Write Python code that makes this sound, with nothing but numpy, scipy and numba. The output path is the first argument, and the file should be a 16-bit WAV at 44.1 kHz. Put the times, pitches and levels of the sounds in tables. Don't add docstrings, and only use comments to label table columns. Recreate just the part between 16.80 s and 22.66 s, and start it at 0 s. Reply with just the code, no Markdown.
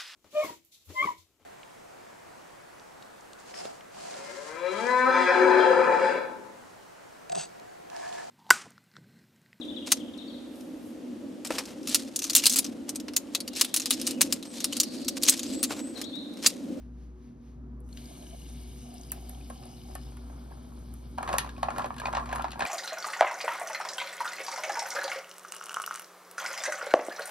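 import sys
import numpy as np
from scipy import signal
from scipy.fft import rfft, irfft
from scipy.io import wavfile
from scipy.ndimage import uniform_filter1d
from numba import njit

SR = 44100
rng = np.random.default_rng(int(sys.argv[2]) if len(sys.argv) > 2 else 0)


def to_wav(sig):
    pcm = np.clip(np.atleast_2d(sig), -1, 1) * 32767
    pcm = np.round(pcm).astype(np.int16)
    wavfile.write(sys.argv[1], SR, pcm.T)


N = 258426

# (frequency [Hz], width [Hz], level [dB])
CASING_OVERTONES = [(120, 11, -65), (133.8, 16, -60), (172.5, 22, -67.5), (240.2, 20, -54.5),
                    (278.3, 22, -63.5), (367.7, 30, -64.5), (486, 24, -72.5)]
# (frequency [Hz], density [dB per Hz])
ROOM_SPECTRUM = [(15, -57), (25, -36), (39, -4), (64, -1.5), (88, -11.5), (112, -12), (196, -14.5),
                 (243, -12.5), (309, -18), (363, -22), (394, -23), (488, -32), (15000, -46)]
# (frequency [Hz], gain [dB])
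HISS_TILT = [(1150, -26), (1550, 9), (6500, 7.5), (7100, -15), (7900, -15), (8700, 4), (12500, 2.5),
             (13500, -19)]
# (start [s], mains tone [dB], motor tone [dB], delay until both are in step [s],
# mains phase [turns], rumble [dB])
HUM_STEPS_TABLE = [(0, -48.5, -53.5, 0.14, 0.34, -54.5), (.78, -46, -52, 0.2, 0.34, -52),
                   (3.331, -45, -55.5, 0.12, 0.067, -52.5), (4.379, -46.5, -51, 0.31, 0.47, -50)]
# (time [s], coarse hiss level [dB], finest bubbles level [dB])
FIZZ_LEVELS = [(1.04, -90, -81), (1.12, -68, -68), (1.18, -59, -59.5), (1.3, -58.5, -59),
               (3.29, -62, -63.5), (3.36, -64, -67), (5.86, -66, -69)]
# (frequency [Hz], density [dB per Hz])
FIZZ_SPECTRUM = [(1300, -39), (1630, 5.5), (1900, -11.5), (2240, 2), (2660, -8), (3000, 0.5), (4000, 0.5),
                 (5000, 4.5), (6500, 2), (7100, -23.5), (7900, -14), (8700, -7.5), (11200, -8.5),
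                 (12900, -16), (13600, -41), (16000, -30)]
# (frequency [Hz], nearly empty [dB], full [dB])
GLASS_RESONANCES = [(1630, -7.5, -35), (2240, -3.5, -31), (2930, -2.5, -6.5), (3700, -6.5, -11),
                    (4050, -2.5, -21), (4850, -19.5, -1), (5130, -14, 0)]
# (time [s], fullness [0-1], froth gain [dB])
FILLING = [(1.1, 0.05, -79), (1.17, 0, -67), (2.05, 0.5, -65.5), (2.25, 0.48, -66), (3.3, 0.57, -64),
           (3.35, 0.9, -82)]
# (time [s], glug level [dB], splash level [dB])
STREAM_LEVELS = [(1.1, -83, -84), (1.21, -62, -72), (1.25, -72, -69), (1.32, -54.5, -78),
                 (1.36, -68, -61.5), (1.43, -54, -70), (1.49, -70, -70), (1.533, -53, -80), (1.6, -72, -71),
                 (1.86, -65, -73), (1.98, -76.5, -74), (2.07, -59, -68), (2.18, -57, -77), (2.25, -68, -63),
                 (2.37, -54.5, -82), (2.44, -63.5, -66), (2.53, -57, -63.5), (2.66, -66.5, -70),
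                 (2.76, -63, -73), (2.88, -58.5, -67), (3.03, -68, -73), (3.1, -51.5, -73),
                 (3.21, -78, -66), (3.27, -58, -62), (3.33, -91, -66), (3.5, -99, -59), (4.36, -99, -66.5)]
# (time [s], level [dB], initial
# pitch [Hz], t60 [s])
PIP_EVENTS = [(1.128, -47, 4250, .015), (1.173, -46.5, 3040, 0.016), (1.174, -47.5, 3920, 0.02),
              (1.256, -46, 4850, 0.016), (1.425, -48, 3060, .015), (1.467, -47, 3020, 0.016),
              (1.5094, -51, 3000, .012), (1.53, -54, 2980, .015), (1.6173, -51, 2870, 0.035),
              (1.6885, -50.5, 5840, .012), (2.1813, -46.5, 5600, .012), (2.212, -48, 6300, .012),
              (2.234, -46.5, 4850, .012), (2.298, -48, 4820, .012), (2.307, -46, 2850, .014),
              (2.4881, -51.5, 4760, .015), (2.548, -48, 3180, 0.014), (2.611, -50.5, 2500, 0.022),
              (2.8353, -47.5, 5050, 0.01), (3.016, -51, 3050, .015), (3.723, -53, 1620, 0.03),
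              (4.548, -39, 1680, .025), (4.69, -41.5, 1630, 0.064), (4.765, -49, 2500, 0.036),
              (5.18, -44, 1640, 0.026), (5.199, -34.5, 1640, 0.048), (5.2563, -29.5, 2450, 0.048),
              (5.527, -28.5, 1620, 0.019), (5.8052, -27.5, 2460, 0.021), (5.821, -25, 1624, 0.036),
              (5.8524, -26.5, 2400, 0.041)]
# (strongest time [s], grinding level [dB], half length [s])
STRAW_SWEEPS = [(4.542, -36, 0.079), (4.858, -49, 0.045), (5.002, -40, 0.074), (5.258, -45, 0.051),
                (5.384, -42, 0.065), (5.564, -42.5, 0.069), (5.829, -40, 0.038)]
# (time [s], thud level [dB], clack minus thud [dB], tick minus thud [dB], thud pitch [Hz])
ICE_KNOCKS = [(1.004, -62, -15, 9, 563), (1.089, -61, 3.5, 5, 547), (1.172, -62, 19, 7, 614),
              (1.699, -51, -11, 4, 640), (2.141, -54.5, -21, 13.5, 676), (2.3185, -39, 0.5, 18, 980),
              (2.494, -52.5, 4, 18.5, 760), (2.7, -31.5, -14.5, -3.5, 645), (2.827, -43.5, -4, -24, 550),
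              (2.855, -45.5, -18, 4, 664), (3.11, -46, -29, -7, 710), (3.152, -30, -10.5, 1, 680),
              (3.319, -49, -7, -20, 650), (3.369, -44, -8, -2, 1110), (3.497, -41.5, -25, -27, 690),
              (3.709, -45, -19, -30, 700), (3.716, -43.5, -25, -32, 930), (3.771, -47, -23, -30, 685),
              (3.919, -47, -20, -17, 1000), (4.139, -59.5, 2, 15.5, 937), (4.377, -31, -17, -25, 910),
              (4.382, -22, -14.5, -21, 844), (4.406, -29, -27, -26, 860), (4.428, -23, -8, -13.5, 1010),
              (4.433, -28, -26, -30, 1070), (4.457, -47, -8, -15, 1110), (4.476, -28, -0.5, -16, 1090),
              (4.489, -21.5, -7.5, -21, 705), (4.501, -26, -13, -23, 720), (4.528, -29.5, 2, -8, 1130),
              (4.538, -20.5, -10, -16.5, 680), (4.583, -22.5, 7, 7.5, 1030), (4.644, -34, -8, -11, 870),
              (4.662, -34.5, -7, -20, 800), (4.673, -35.5, -19, -25, 1010), (4.692, -45, 5, -1, 1030),
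              (4.779, -38.5, -7.5, -12, 670), (4.829, -14.5, -13, -21, 746), (4.884, -16.5, -39, -47, 715),
              (4.904, -24, -10, -22, 1080), (4.961, -31, -8, -24, 1240), (4.982, -22.5, -9.5, -9, 770),
              (4.993, -19, -19.5, -49, 986), (5.019, -29, -6.5, -40, 1060), (5.042, -21, -13, -42, 730),
              (5.059, -30, -15, -11, 650), (5.104, -23.5, -40, -45, 1030), (5.141, -44, 1.5, -9, 990),
              (5.164, -37, -5, -11, 1000), (5.182, -47.5, 9.5, 3, 970), (5.199, -37.5, 3.5, 0, 564),
              (5.216, -27, -19, -22, 1040), (5.255, -19.5, -8, -34, 786), (5.269, -27, -6, -12.5, 935),
              (5.281, -22, -29, -38, 750), (5.327, -29.5, -4.5, -17, 1070), (5.334, -22.5, -22, -36, 775),
              (5.349, -19.5, -6.5, -32, 780), (5.368, -20, -6.5, -38, 714), (5.375, -20, -23, -34, 1024),
              (5.383, -23.5, -22, -41, 1130), (5.396, -32, -7, -32, 1000), (5.457, -34.5, -3.5, -13, 1050),
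              (5.472, -42, -3, -20, 900), (5.49, -34.5, -4, -36, 710), (5.503, -35.5, -6, -29, 1043),
              (5.513, -36, -3.5, -25, 806), (5.528, -20.5, -8.5, -16.5, 750), (5.55, -32.5, -8, -9, 1080),
              (5.558, -27, -1.5, -5, 1090), (5.569, -36, -19, -20, 1310), (5.582, -33, -9, -28, 1180),
              (5.594, -20, -27, -37, 780), (5.608, -28, -20, -35, 1240), (5.621, -41.5, 6, 1, 910),
              (5.642, -18.5, -13.5, -49, 835), (5.651, -26.5, -12, -36, 930), (5.681, -33, -6, -25, 1007),
              (5.706, -48.5, 8, 1, 1000), (5.717, -41.5, 8, 3, 1010), (5.731, -36, 0, -25, 760),
              (5.756, -34, -24, -30, 765), (5.774, -36, -17, -35, 840), (5.793, -24.5, -7, -13, 800),
              (5.806, -19, -6, -20, 830), (5.821, -22, -2, -36, 760), (5.851, -26.5, -7, -9.5, 710)]
# (frequency [Hz], level [dB], t60 [s])
GLASS_ICE_MODES = [(620, -10, .025), (710, -4, .028), (840, -5, .028), (1035, 1, .055), (1150, -4, .035),
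                   (1300, -4, .03), (1650, -6, .035), (2400, -12, .028)]
# (frequency [Hz], level [dB], t60 [s])
WALL_MODES = [(1900, 31.5, 0.025), (3620, 6.5, 0.038), (4300, -24, 0.03), (5050, 13, 0.019),
              (5480, -12, 0.058)]
# (frequency [Hz], level [dB], t60 [s])
HIGH_MODES = [(11390, -2.8, 0.015), (10370, 0.9, 0.083)]
# (frequency [Hz], density [dB per Hz])
CRACK_SPECTRUM = [(1500, 20.5), (2000, 7), (2500, 9), (3300, 4), (4300, 4), (5500, -5), (6500, -4),
                  (7500, -13.5), (8600, -4.5), (10100, -6.5), (11300, -0.5), (13000, -18), (14200, -28),
                  (15400, -40)]
# (frequency [Hz], side gain over mid [dB], side phase against mid [rad])
PORT_RESPONSE = [(60, -10, -1.1), (110, -8.5, -1.9), (199, -12.5, -1.8), (376, -3, -1.14), (706, 0, -1.81),
                 (1290, -1, -1.47), (2380, -6.5, -1.4), (4500, -4, -0.6), (5900, -1, -1.08),
                 (7660, 19.5, -1.7), (9060, 0, -1.5), (12400, -24, -1.5), (13280, 17.5, -1.6),
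                 (16000, 9, -1.2)]

MAINS_HZ, MOTOR_HZ = 60, 58.7
CASING_STEADY = 0.95
HISS_DB, THROB_DB, THROB_S, THROB_ENDS_S, HISS_AFTER_DB = -76.5, 4.5, 0.227, 0.774, -83.5
AIR_HZ, AIR_RISE_HZ_PER_S, AIR_FULL_HZ, POUR_S = 637.5, 53, 800, 1.13
PIP_SPRAY_DB, PIP_SPRAY_S = -6.5, 0.0041
STIR_S, DRIFT_DB, STIRRED_FIZZ_DB = 4.37, -59, -27.5
MODE_SCATTER_DB = 3
THUD_CYCLES, THUD_SKEW = 3.26, 0.79
CRACK_TILT, DULL_CLACK_DB, TILT_MOST_DB = 2, 0, 10
TICK_TILT, EVEN_TICK_DB = 0.55, 14
ROOM_T60_S, ROOM_DB = 0.2, -9.5
TOP_HZ = 16400


def undb(db):
    return 10 ** (np.asarray(db) / 20)


def unit(x):
    return x / np.sqrt(np.mean(x ** 2))


def peak(x):
    return x / np.max(np.abs(x))


def curve(table, column, outside=None):
    rows = np.array(table)
    return np.interp(np.arange(N) / SR, rows[:, 0], rows[:, column], left=outside, right=outside)


def colour(x, table):
    hz, db, *turn = np.transpose(table)
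    log_hz = np.log(np.fft.rfftfreq(len(x), 1 / SR) + 1)
    gain = undb(np.interp(log_hz, np.log(hz), db))
    phase = np.interp(log_hz, np.log(hz), turn[0]) if turn else 0
    return irfft(rfft(x) * gain * np.exp(1j * phase), len(x))


def band(x, lo_hz, hi_hz):
    return signal.sosfilt(signal.butter(3, [lo_hz, hi_hz], "band", fs=SR, output="sos"), x)


def walk(rate):
    hold = int(SR / rate)
    levels = np.repeat(rng.standard_normal(N // hold + 1), hold)
    smooth = uniform_filter1d(uniform_filter1d(levels, hold), hold)
    return unit(smooth[:N])


@njit
def grains(start, hz, cycles, size, glide, n):
    out = np.zeros(n)
    for k in range(len(start)):
        w, z, i = 2 * np.pi * hz[k] / SR, size[k] + 0j, start[k]
        fade = np.exp(-hz[k] / (cycles * SR))
        for j in range(int(5 * cycles * SR / hz[k])):
            if i + j < n:
                out[i + j] += z.imag
            z *= fade * np.exp(1j * w)
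            w *= 1 + glide * hz[k] / (cycles * SR)
    return out


def bubbles(count, hz, spread, cycles, scatter_db, glide):
    when, detune, loud = rng.random((count, 3)).T
    start = (when * N).astype(np.int64)
    pitch = (hz + np.zeros(N))[start] * np.exp(spread * (2 * detune - 1))
    pitch = np.clip(pitch, 100, SR / 3)
    size = undb(np.minimum(-scatter_db * np.log(1 - loud), 13))
    return unit(grains(start, pitch, 1. * cycles, size, 1. * glide, N))


def ring(blow, modes, draw):
    t = np.arange(len(blow)) / SR
    body = 0
    for (hz, db, t60), (level_draw, pitch_draw) in zip(modes, draw):
        gain = undb(db + MODE_SCATTER_DB * level_draw)
        tone = np.sin(2 * np.pi * hz * (1 + 0.039 * pitch_draw) * t)
        body = body + gain * tone * np.exp(-np.log(1000) * t / t60)
    return peak(signal.fftconvolve(blow, body)[:len(t)])


def step(column):
    rows = np.array(HUM_STEPS_TABLE)
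    now = np.searchsorted(rows[1:, 0], np.arange(N) / SR)
    return uniform_filter1d(rows[now, column], size=1600)


def room_air():
    t = np.arange(N) / SR
    air = colour(rng.standard_normal(N), ROOM_SPECTRUM)
    rumble = unit(band(air, 90.4, 1250)) * undb(step(5)) + undb(-68) * unit(band(air, 27, 52))
    throbbing_db = HISS_DB + THROB_DB * np.cos(2 * np.pi * t / THROB_S)
    hiss_db = np.where(t < THROB_ENDS_S, throbbing_db, HISS_AFTER_DB)
    hiss = unit(colour(colour(rng.standard_normal(N), ROOM_SPECTRUM), HISS_TILT))
    return rumble + hiss * undb(uniform_filter1d(hiss_db, size=3000))


def fridge():
    t = np.arange(N) / SR
    mains = 2 * np.pi * (MAINS_HZ * t + step(4))
    beat = 2 * np.pi * (MAINS_HZ - MOTOR_HZ) * (t - step(0) - step(3))
    tone = np.sqrt(2) * (undb(step(1)) * np.sin(mains) + undb(step(2)) * np.sin(mains - beat))
    rumble_db = step(5)
    swell = undb(rumble_db - np.mean(rumble_db))
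    overtones = np.zeros(N)
    for hz, width, db in CASING_OVERTONES:
        in_phase = (CASING_STEADY + walk(width)) * np.cos(2 * np.pi * hz * t)
        quadrature = walk(width) * np.sin(2 * np.pi * hz * t)
        overtones += undb(db) * (in_phase + quadrature)
    return tone + swell * overtones


def stirring():
    t = np.arange(N) / SR
    sweeps = sum(undb(db) * np.exp(-((t - s) / half) ** 2) for s, db, half in STRAW_SWEEPS)
    return (sweeps + undb(DRIFT_DB)) * np.clip((t - STIR_S) / 0.017, 0, 1)


def fizz():
    crackle = bubbles(count=30000, hz=6150, spread=1.3, cycles=1.3, scatter_db=6.5, glide=0)
    sparkle = bubbles(count=4000, hz=10600, spread=0.191, cycles=40, scatter_db=15.0, glide=.003)
    hiss = colour(rng.standard_normal(N) + undb(-12.0) * crackle, FIZZ_SPECTRUM)
    coarse = unit(band(hiss, 2060, 6780)) * undb(walk(30.56))
    fine = unit(band(hiss, 5340, 13400)) * undb(walk(29.91)) + undb(-6.0) * sparkle
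    stirred = undb(STIRRED_FIZZ_DB) * stirring()
    coarse_gain = undb(curve(FIZZ_LEVELS, 1, -120)) + stirred
    fine_gain = undb(curve(FIZZ_LEVELS, 2, -120)) + undb(-3.0) * stirred
    return coarse * coarse_gain + fine * fine_gain


def froth():
    full = np.clip(curve(FILLING, 1), 0, 1)
    swarm = np.zeros(N)
    for hz, empty_db, full_db in GLASS_RESONANCES:
        level_db = empty_db + (full_db - empty_db) * full + 1.9 * walk(14)
        grain = bubbles(count=1500, hz=hz, spread=.045, cycles=9, scatter_db=3.8, glide=.003)
        swarm += undb(level_db) * grain
    return undb(curve(FILLING, 2, -120)) * swarm


def pour():
    t = np.arange(N) / SR
    air_hz = np.minimum(AIR_HZ + AIR_RISE_HZ_PER_S * (t - POUR_S), AIR_FULL_HZ)
    glugs = bubbles(count=2200, hz=air_hz, spread=0.056, cycles=4.4, scatter_db=2.5, glide=0.033)
    splash = bubbles(count=6000, hz=852, spread=0.49, cycles=1.0, scatter_db=1.0, glide=0.016)
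    glug_gain = undb(curve(STREAM_LEVELS, 1, -120) + 0.87 * walk(24.7))
    return glug_gain * glugs + undb(curve(STREAM_LEVELS, 2, -120)) * splash


def pips():
    out, t = np.zeros(N + 2048), np.arange(2048) / SR
    for s, db, hz, t60 in PIP_EVENTS:
        shape = peak((1 - np.exp(-t / 0.00037)) * np.exp(-np.log(1000) * t / t60))
        tone = shape * np.sin(2 * np.pi * hz * t * (1 + 0.41 * t))
        spit = rng.standard_normal(len(t)) * np.exp(-t / PIP_SPRAY_S)
        spray = peak(band(spit, hz / 1.42, hz * 1.9))
        start = int(s * SR)
        out[start:start + 2048] += undb(db) * (tone + undb(PIP_SPRAY_DB) * spray)
    return out[:N]


def grinding():
    bumps = (rng.random(N) < 700 / SR) * undb(np.minimum(3.5 * rng.exponential(size=N), 9))
    contact = signal.lfilter([1], [1, -np.exp(-1 / (0.0024 * SR))], bumps)
    scrape = contact * rng.standard_normal(N)
    variant = rng.integers(4, size=N // 1024 + 1).repeat(1024)[:N]
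    low = np.zeros(N)
    for k, draw in enumerate(rng.standard_normal((4, 8, 2)) / 2):
        low += unit(ring(scrape * (variant == k), GLASS_ICE_MODES, draw))
    high = colour(band(scrape, 1400, 6000), CRACK_SPECTRUM)
    return stirring() * (unit(low) + undb(-17.0) * unit(high))


def knock(thud_db, clack_db, tick_db, thud_hz):
    t = np.arange(4096) / SR
    draw = rng.standard_normal((3, 8, 2))
    scrape, crack_noise = rng.standard_normal((2, len(t)))

    late = np.maximum(t - .001, 0)
    swell = np.sin(np.pi * np.minimum(late * thud_hz / THUD_CYCLES, 1) ** THUD_SKEW)
    push = np.sin(2 * np.pi * thud_hz * late) * swell
    rub = scrape * np.exp(-t / .004) * (1 - np.exp(-t / .002))
    thud = band(.8 * push + .45 * ring(rub, GLASS_ICE_MODES, draw[0]), 530, 4600)

    crunch = colour(crack_noise, CRACK_SPECTRUM)
    ragged = undb(4 * np.repeat(rng.standard_normal(64), 64))
    fade = (1 - np.exp(-t / .001)) * (np.exp(-t / .0022) + .26 * ragged * np.exp(-t / .012))
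    wall_ring = ring(scrape * np.exp(-t / .003), WALL_MODES, draw[1])
    clack = peak(band(crunch, 1500, 7400) * fade) + .3 * wall_ring
    thin_db = -np.clip(CRACK_TILT * (clack_db - DULL_CLACK_DB), 0, TILT_MOST_DB)
    clack = peak(band(colour(clack, [(2300, thin_db), (2800, 0)]), 1300, 8000))

    snap = (1 - np.exp(-t / .0004)) * (np.exp(-t / .0012) + .13 * ragged * np.exp(-t / .006))
    high_ring = ring(scrape * np.exp(-t / 0.0042), HIGH_MODES, draw[2])
    tick = peak(band(crunch, 9100, 17000) * snap) + 0.12 * high_ring
    top_db = max(TICK_TILT * (tick_db - EVEN_TICK_DB), -TILT_MOST_DB)
    tick = colour(tick, [(11000, 0), (12500, top_db)])
    return undb(thud_db) * (thud + undb(clack_db) * clack + undb(tick_db) * tick)


def ice():
    out = np.zeros(N + 4096)
    for s, *blow in ICE_KNOCKS:
        start = int(s * SR)
        out[start:start + 4096] += knock(*blow)
    return out[:N]


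def room_tail(knocks):
    t = np.arange(SR // 2) / SR
    tail = rng.standard_normal((2, len(t))) * np.exp(-np.log(1000) * t / ROOM_T60_S) * (t > .003)
    tail = signal.lfilter([1], [1, -.6], tail)
    tail = undb(ROOM_DB) * tail / np.sqrt(np.sum(tail ** 2, axis=1, keepdims=True))
    return signal.fftconvolve(knocks[None], tail, axes=1)[:, :N]


def ports(mid, other, alike):
    alike = np.clip(alike, 0, 1)
    side = colour(alike * mid + np.sqrt(1 - alike ** 2) * other, PORT_RESPONSE)
    return np.array([mid + side, mid - side])


def scene():
    mid, other = (fizz() + froth() + pour() + grinding() + room_air() for _ in range(2))
    steady = ports(mid, other, alike=0.83)
    knocks = ice()
    direct = knocks + pips()
    hits = direct + np.outer([1, -1], colour(direct, PORT_RESPONSE)) * 0.84
    hum = np.outer(undb([.55, -.55]), fridge())
    return steady + hits + room_tail(knocks) + hum


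def record(dry):
    return signal.sosfilt(signal.ellip(10, .2, 80, TOP_HZ, fs=SR, output="sos"), dry)


dry = scene()
out = record(dry)
to_wav(out)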